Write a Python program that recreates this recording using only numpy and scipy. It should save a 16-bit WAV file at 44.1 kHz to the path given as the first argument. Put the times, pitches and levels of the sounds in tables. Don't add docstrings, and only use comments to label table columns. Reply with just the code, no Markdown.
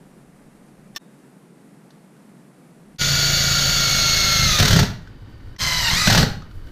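import sys
import numpy as np
from scipy import signal
from scipy.fft import rfft, irfft, next_fast_len
from scipy.io import wavfile
from scipy.ndimage import uniform_filter1d

SR = 44100
rng = np.random.default_rng(int(sys.argv[2]) if len(sys.argv) > 2 else 0)


def unload_audio(sound):
    columns = np.transpose(np.atleast_2d(sound))
    steps = np.round(np.clip(columns, -1, 1) * 32767)
    wavfile.write(sys.argv[1], SR, steps.astype(np.int16))


def linear_from_db(decibels):
    return 10 ** (np.asarray(decibels, float) / 20)


N = 296307
T = np.arange(N) / SR

CUTS = [.984, 2.983, 5.583]
# [time_s, snap_db, bench_thump_db, bracket_knock_db, knock_pitch_hz]
SLIPS = [(4.5898, -22.5, -22, -27, 1490), (4.602, -20, -13, -26, 1340), (4.6297, -22, -15, -20, 1820),
         (4.6558, -22, -15.5, -27, 1670), (4.683, -22.5, -23, -26, 1810),
         (4.7096, -22.5, -15.5, -29.5, 1760), (4.7335, -21.5, -13.5, -31, 2000),
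         (4.765, -24, -9, -22, 1758), (4.795, -22.5, -13.5, -15, 1652), (4.833, -30.5, -12.5, -23, 1890)]
SLIPS_AGAIN = [(5.916, -31, -24, -23, 2190), (5.9608, -47, -26, -41, 1210),
               (6.0774, -18.5, -11, -13.5, 1550), (6.1043, -21, -15.5, -14, 1832),
               (6.1293, -21, -13, -17.5, 1460), (6.153, -22, -20, -12.5, 1520),
               (6.1795, -20, -9.5, -14.5, 1195), (6.2032, -49, -12, -15.5, 1370),
               (6.2343, -30.5, -8.5, -12, 1574)]
# [frequency_hz, density_db]
SNAP = [(180, -49), (300, -2), (544, -19), (631, -6), (1110, -4), (1470, 3.5), (2250, -4), (4160, 1),
        (4820, -4.5), (5880, -1.5), (11400, -38), (13400, -16), (15600, -53)]
# [frequency_hz, width_hz, gain_db]
PORT = [(11450, 520, -13.5), (12100, 660, 5.5), (13700, 700, 3.5), (14900, 1200, 3)]


def evened(x):
    return x / np.sqrt(np.mean(x ** 2) + 1e-20)


def read(points, hz):
    f, value = np.transpose(points)
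    return np.interp(np.log(hz + 1), np.log(f + 1), value)


def add(mix, s, sound):
    part = mix[round(s * SR):][:len(sound)]
    part += sound[:len(part)]


def humped(hz, humps):
    return sum(top / (1 + (2 * (hz - f) / width) ** 2) for f, width, top in humps)


def colour(x, points, humps=()):
    size = next_fast_len(len(x))
    hz = np.fft.rfftfreq(size, 1 / SR)
    db = read(points, hz) + humped(hz, humps)
    return evened(irfft(rfft(x, size) * linear_from_db(db), size)[:len(x)])


def drift(size, hz):
    return evened(signal.lfilter([1], [1, -np.exp(-2 * np.pi * hz / SR)], rng.standard_normal(size)))


def ring(modes, detune, seconds):
    t = np.arange(round(seconds * SR)) / SR
    out = np.zeros(len(t))
    for (hz, db, t60), off in zip(modes, detune):
        out += linear_from_db(db - 60 * t / t60) * np.sin(2 * np.pi * hz * off * t)
    return out


def room(x):
    # [frequency_hz, t60_s]
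    shop = [(100, 0.52), (500, 0.42), (2000, 0.41), (8000, 0.31), (11000, 0.35), (14000, 0.29)]
    echoes = np.zeros(SR)
    at = np.arange(200, SR - 20, 20)
    echoes[at + rng.integers(0, 20, len(at))] = rng.choice([-1., 1.], len(at))
    hz, t, z = signal.stft(echoes, SR, nperseg=256)
    fall = linear_from_db(-60 * t / read(shop, hz)[:, None])
    tail = signal.istft(z * fall, SR, nperseg=256)[1]
    return signal.fftconvolve(x, tail / np.linalg.norm(tail))[:N]


def workshop():
    # [frequency_hz, density_db]
    hum_colour = [(20, -34), (106, -33), (135, -1), (200, 0), (310, -7), (500, -13.5), (1000, -20.5),
                  (2000, -25.5), (3300, -34), (6500, -36), (8500, -33), (10500, -34), (13000, -41),
                  (15500, -50)]
    # [frequency_hz, density_db]
    close_colour = [(59, -25.5), (100, 0.5), (166, -16), (313, -14.5), (370, -21), (420, -21.5), (697, -30),
                    (936, -29), (1520, -31.5), (2470, -39), (4660, -41), (6660, -51.5), (15500, -67)]
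    # [frequency_hz, width_hz, gain_db]
    steel = [(1500, 150, 5), (1830, 60, 8), (2200, 150, 4), (3000, 160, 9), (3800, 150, 4), (4650, 200, 8)]
    sway_db = [-62.5, -85, -42, -37]
    # [time_s, level_db, rise_s, fall_s]
    leans = [
        (0.97, -57, .03, .02),
        (2.97, -70, .06, .05),
        (3.1, -37, 0.056, .06),
        (4.5, -32, 0.34, 0.084),
        (4.73, -23, 0.031, .05),
        (5.3, -43, 0.062, 0.054),
        (5.95, -36, 0.09, 0.06),
    ]
    hum = linear_from_db(-48.5 + 0.51 * drift(N, 3.2)) * colour(rng.standard_normal(N), hum_colour)
    close = linear_from_db(-43 + 0.92 * drift(N, 7.3)) * colour(rng.standard_normal(N), close_colour, steel)
    sway = colour(rng.standard_normal(N), [(12, 0.0), (25, 0.5), (80, -1), (120, -17.5), (200, -53)])
    level = linear_from_db(np.take(sway_db, np.searchsorted(CUTS, T)))
    for s, db, rise, fall in leans:
        level = level + linear_from_db(db) * np.exp(-abs(T - s) / np.where(T < s, rise, fall))
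    sway *= level * linear_from_db(2.6 * drift(N, 1.8))
    return np.where(T < CUTS[1], hum, close) + sway


def small_parts():
    # [frequency_hz, level_db, t60_s]
    latch_modes = [(1150, -9, 0.15), (1830, -2, 0.19), (2680, -15, 0.32), (3660, -5, 0.26),
                   (5520, 1, 0.086), (6200, -16, 5.0), (7820, -10, 0.012), (10100, -13, 0.032),
                   (12510, -14, 0.059)]
    # [time_s, level_db]
    latch_hits = [
        (0.9498, -44),
        (0.9612, -17),
    ]
    # [time_s, level_db, pitch_hz]
    tap_hits = [(1.9052, -38, 4200), (2.167, -53, 1510), (2.9602, -44, 4200), (5.0205, -42, 1860),
                (5.0734, -36.5, 1510), (5.4041, -47, 2050), (5.5627, -28.5, 1970), (6.354, -36, 1440),
                (6.421, -35.5, 1260), (6.5117, -42, 1420), (6.6708, -40.5, 1560)]
    latch, taps = np.zeros(N), np.zeros(N)
    t = np.arange(round(.04 * SR)) / SR
    for s, db in latch_hits:
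        grit = colour(rng.standard_normal(len(t)), SNAP, [(1400, 630, -8), (10500, 2200, 16), (14500, 2000, 16)])
        grit *= np.exp(-t / 0.065)
        tone = ring(latch_modes, rng.uniform(0.96, 1.01, 9), .04)
        onset = 1 - np.exp(-t / 0.00042)
        add(latch, s, (linear_from_db(db - 4.5) * tone + linear_from_db(db - 8.0) * grit) * onset)
    for s, db, hz in tap_hits:
        grit = colour(rng.standard_normal(len(t)), SNAP) * np.exp(-t / .006)
        tone = (1500 / hz) ** 2 * np.sin(2 * np.pi * hz * t) * np.exp(-t / .004)
        onset = 1 - np.exp(-t / .0004)
        add(taps, s, linear_from_db(db - 1.5) * (.35 * grit + 1.2 * tone) * onset)
    add(taps, .99, linear_from_db(-68) * ring([(3700, 0, .6), (3790, -2, .5), (3860, -5, .4)], [1, 1, 1], .3))
    return latch * (T < CUTS[0]), taps


def clutch():
    # [frequency_hz, level_db, t60_s]
    bench = [(74.6, -10, 0.099), (109.5, -0.5, 0.24), (145.4, 3, 0.2), (185, -7.5, 0.13),
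             (249, -3.5, 0.075), (399.5, -4.5, .08), (529, 1.5, 0.033)]
    # [ratio to the knock pitch, level_db, t60_s]
    bracket = [(.42, -4, .03), (.55, -4, .025), (1., 0, .014), (2.4, -4, .012), (2.9, -3, .015)]
    snap_colour = [(3000, -19), (8000, 2.5), (11400, -6.5), (13800, -4.5), (15600, -3.5)]
    out, t = np.zeros(N), np.arange(round(0.029 * SR)) / SR
    for s, snap_db, thump_db, knock_db, hz in SLIPS + SLIPS_AGAIN:
        snap = colour(rng.standard_normal(len(t)), snap_colour, PORT) * np.exp(-t / .003)
        palm_db = -4 * (s > CUTS[2])
        add(out, s, linear_from_db(snap_db + 1.5 + palm_db) * snap)
        scrape = colour(rng.standard_normal(len(t)), SNAP, PORT)
        scrape *= (1 - np.exp(-t / .003)) * np.exp(-t / .008)
        add(out, s - .005, linear_from_db(snap_db + 13.5) * scrape)
        knock = ring(bracket, hz * rng.uniform(0.94, 1.04, 5), 0.069)
        add(out, s - .0045, linear_from_db(knock_db + 3.5) * knock)
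        u = ((t - .008) / 0.0021) ** 2
        add(out, s - .005, linear_from_db(thump_db + 1) * (1 - 2 * u) * np.exp(-u))
        add(out, s - .004, linear_from_db(thump_db - 9) * ring(bench, rng.uniform(0.92, 1.149, 7), .4))
    return out


def driver(k):
    # [time_s, ring_mesh_hz, gear_load_db]
    runs = [
        [(2.983, 1452, -6), (3.2, 1428, -4), (3.75, 1413, -3), (3.9, 1386, -1), (4.2, 1367, 1.5),
         (4.3, 1355, 0), (4.45, 1333, 1), (4.52, 1253, 0), (4.58, 1217, -3)],
        [(5.583, 1056, -4.5), (5.72, 1008, -4), (5.82, 978, -5), (5.895, 909.6, -0.5), (5.915, 1060, -5),
         (5.95, 1054, 0), (5.975, 1212, 3.5), (6.0, 1264, 2.5), (6.06, 1238, 3)],
    ]
    # [ring_tone_db, sun_tone_db, tooth_rattle_db, bench_rumble_db]
    levels = [
        (-32.5, -32.5, -18.5, -26),
        (-34.5, -36.5, -20.5, -28.5),
    ]
    # [trigger_off_s, end_s, rattle_db, judder_above_thumps_db]
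    slipping = [
        (4.79, 4.86, -19, 6),
        (6.215, 6.26, -17, 4),
    ]
    ring_load = [0.092, .6]
    sun_load = [1, 1.8]
    rattle_load = [0.096, 0.34]
    bite_load = [-0.089, -.2]
    waver = [.0015, .005]
    grind_db = [24, 14]
    ring_harmonics = [(0, -13, -10, -24, -32, -40, -42, -40), (-1, 1, 1, 1, -5, -4, -22, -13)]
    ring_throb = [.45, 1., .9, .9, .7, .7, .7, .6]
    ring_fuzz = [(-8, -7, -2, -10, -13, -21, -27, -26), (-4, -2, -2, -1, -5, -5, -18, -11)]
    sun_harmonics = [(-1, 2.5, -1, -28, -23, -18, -36, -40), (0, 2, -2, -10, -24, -24, -24, -14)]
    # [frequency_hz, width_hz, gain_db]
    whine = [(2120, 200, 3), (4520, 500, 6), (6750, 700, 5), (10000, 500, 13), (12500, 800, 6)]
    # [frequency_hz, density_db]
    housings = [
        [(150, -51), (250, -16.5), (614, -12), (1030, -18), (1380, -9), (1730, -9), (2200, -12.5),
         (2400, -13.5), (4390, -2.5), (5130, -6.5), (6540, -3), (7640, -20.5), (11400, -25), (13300, -19),
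         (15500, -27)],
        [(150, -43), (250, -33), (335, -18), (781, -10.5), (995, -9.5), (1410, -5), (1990, -3), (2280, -5.5),
         (2900, -8.5), (3450, -12), (4170, 2), (6210, -4), (11400, -25.5), (12600, -14.5), (15500, -29)],
    ]
    # [frequency_hz, width_hz, gain_db]
    shell = [(620, 150, 6), (1400, 300, 3), (2000, 400, 3), (2850, 200, 4), (3430, 250, 7), (4200, 400, 2),
             (10000, 500, 4)]
    chuck_harmonics = [(-8.5, -4.5, -7, -11.5, -2, -6.5, -14.5, -11.5),
                       (-2, -9, -6, -11, -8, -8, -8.5, -12)]
    # [frequency_hz, width_hz, gain_db]
    sheet = [(140.6, 6, 6.5), (27.1, 2, 8)]
    # [frequency_hz, density_db]
    rumble_colour = [(8.8, -40), (15, -4), (38, -11), (86, 3.5), (145, 7.5), (231, -3.5), (265, -12.5),
                     (400, -11), (520, -83), (880, -120)]
    # [frequency_hz, density_db]
    judder_colour = [(40, -28), (75, -2), (110, 4), (150, -2.5), (200, -7), (300, -21), (700, -20.5),
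                     (1000, -62)]
    # [time_s, level_db, width_s]
    strains = [
        (4.46, 6.5, 0.073),
        (5.935, 7, 0.017),
        (4.14, 0, .1),
    ]
    ring_teeth, sun_ratio, shaft_ratio = 51, 1.594, .16

    s, hz, load_db = np.transpose(runs[k])
    ring_db, sun_db, rattle_db, rumble_db = levels[k]
    off_s, end_s, slip_db, judder_db = slipping[k]
    slips = np.array([row for row in SLIPS + SLIPS_AGAIN if s[-1] < row[0] < end_s])
    t = np.arange(s[0], end_s, 1 / SR)
    size = len(t)
    load, speed = np.interp(t, s, load_db), np.interp(t, s, hz)
    unsteady = 1 + waver[k] * drift(size, 60) + .0045 * drift(size, 12)
    turns = np.cumsum(speed * unsteady) / SR
    chuck = 2 * np.pi * turns / ring_teeth
    shaft = 2 * np.pi * shaft_ratio * turns
    meshing = np.clip((s[-1] + 0.019 - t) / 0.0077, 0, 1)
    caught = np.clip((t - s[-1]) / 0.022, 0, 1)
    stop = np.clip((t[-1] - t) / 0.036, 0, 1)

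    def blur():
        return evened(uniform_filter1d(drift(size, 87), 60))

    ring_gear = np.zeros(size)
    for h, (db, depth, fuzz_db) in enumerate(zip(ring_harmonics[k], ring_throb, ring_fuzz[k])):
        throb = linear_from_db(db + 0.6 * drift(size, 34)) * (1 + depth * np.cos(2 * chuck + h))
        harden = linear_from_db(min(h, 2) * grind_db[k] * (1 - speed / hz[0]))
        ring_gear += (throb + linear_from_db(fuzz_db) * blur()) * harden * np.cos(2 * np.pi * (h + 1) * turns)

    sun_gear = np.zeros(size)
    for h, db in enumerate(sun_harmonics[k]):
        level_db = db + bite_load[k] * h * load + humped((h + 1) * sun_ratio * speed, whine)
        throb = 1 + 0.14 * np.cos(shaft + h) + 0.14 * np.cos(2 * chuck + h)
        swell = linear_from_db(1.9 * drift(size, 37)) * throb + linear_from_db(-11.5) * blur()
        sun_gear += linear_from_db(level_db) * swell * np.cos(2 * np.pi * (h + 1) * sun_ratio * turns)

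    tones = linear_from_db(ring_db + ring_load[k] * load + 4) * ring_gear
    tones += linear_from_db(sun_db + sun_load[k] * load + 3.0) * sun_gear

    beat = (1 + .25 * np.cos(shaft) + .15 * np.cos(2 * shaft)) * (1 + .15 * np.cos(chuck))
    teeth = rng.standard_normal(size) * linear_from_db(1.46 * drift(size, 480)) * beat
    rattle_db = (1 - caught) * (rattle_db + rattle_load[k] * load) + caught * slip_db
    rattle_db = rattle_db - 300 * np.maximum(t - off_s, 0)
    rattle = linear_from_db(rattle_db - 6.0 + 2.94 * meshing) * colour(teeth, housings[k], shell + PORT)

    wobble = np.zeros(size)
    for h, db in enumerate(chuck_harmonics[k]):
        level_db = db + 2 * drift(size, 3.4) + humped((h + 1) * speed / ring_teeth, sheet)
        wobble += linear_from_db(level_db) * np.cos((h + 1) * chuck + 0.45 * h)
    shake = meshing * colour(rng.standard_normal(size), rumble_colour)
    shake += (1 - meshing) * colour(rng.standard_normal(size), judder_colour)
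    for at, db, width in strains:
        rumble_db = rumble_db + db * np.exp(-((t - at) / width) ** 2)
    thumps_db = np.interp(t, slips[:, 0], slips[:, 2])
    rumble_db = (1 - caught) * rumble_db + caught * (judder_db + thumps_db)
    rumble = linear_from_db(rumble_db) * (linear_from_db(-3.5) * meshing * wobble + linear_from_db(-7.5) * shake)
    return s[0], meshing * tones + rumble * stop, rattle * stop


def scene():
    clatter, held = clutch(), np.zeros(N)
    for k in range(2):
        s, tones, noise = driver(k)
        add(held, s, tones)
        add(clatter, s, noise)
    latch, taps = small_parts()
    wet = room(linear_from_db(-5) * clatter + linear_from_db(-13) * held + linear_from_db(-8) * taps)
    return np.tile(clatter + held + latch + taps + wet + workshop(), (2, 1))


def low_pass(x):
    return signal.sosfilt(signal.butter(12, 15750, fs=SR, output="sos"), x)


def record(dry):
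    fade_s = .033
    x = dry[0] * np.min([np.clip(abs(T - s) / fade_s, 0, 1) for s in CUTS], axis=0)
    x = np.tanh(x)
    x = signal.oaconvolve(x, signal.firwin(1501, 15290, window=("kaiser", 8), fs=SR), "same")
    high = signal.cheby2(12, 70, 11500, "high", fs=SR, output="sos")
    scramble = evened(uniform_filter1d(drift(N, 60), 150))
    side = linear_from_db(-4) * signal.sosfilt(high, signal.sosfilt(high, x) * scramble)
    return low_pass(np.array([x + side, x - side]))


dry = scene()
out = record(dry)
unload_audio(out)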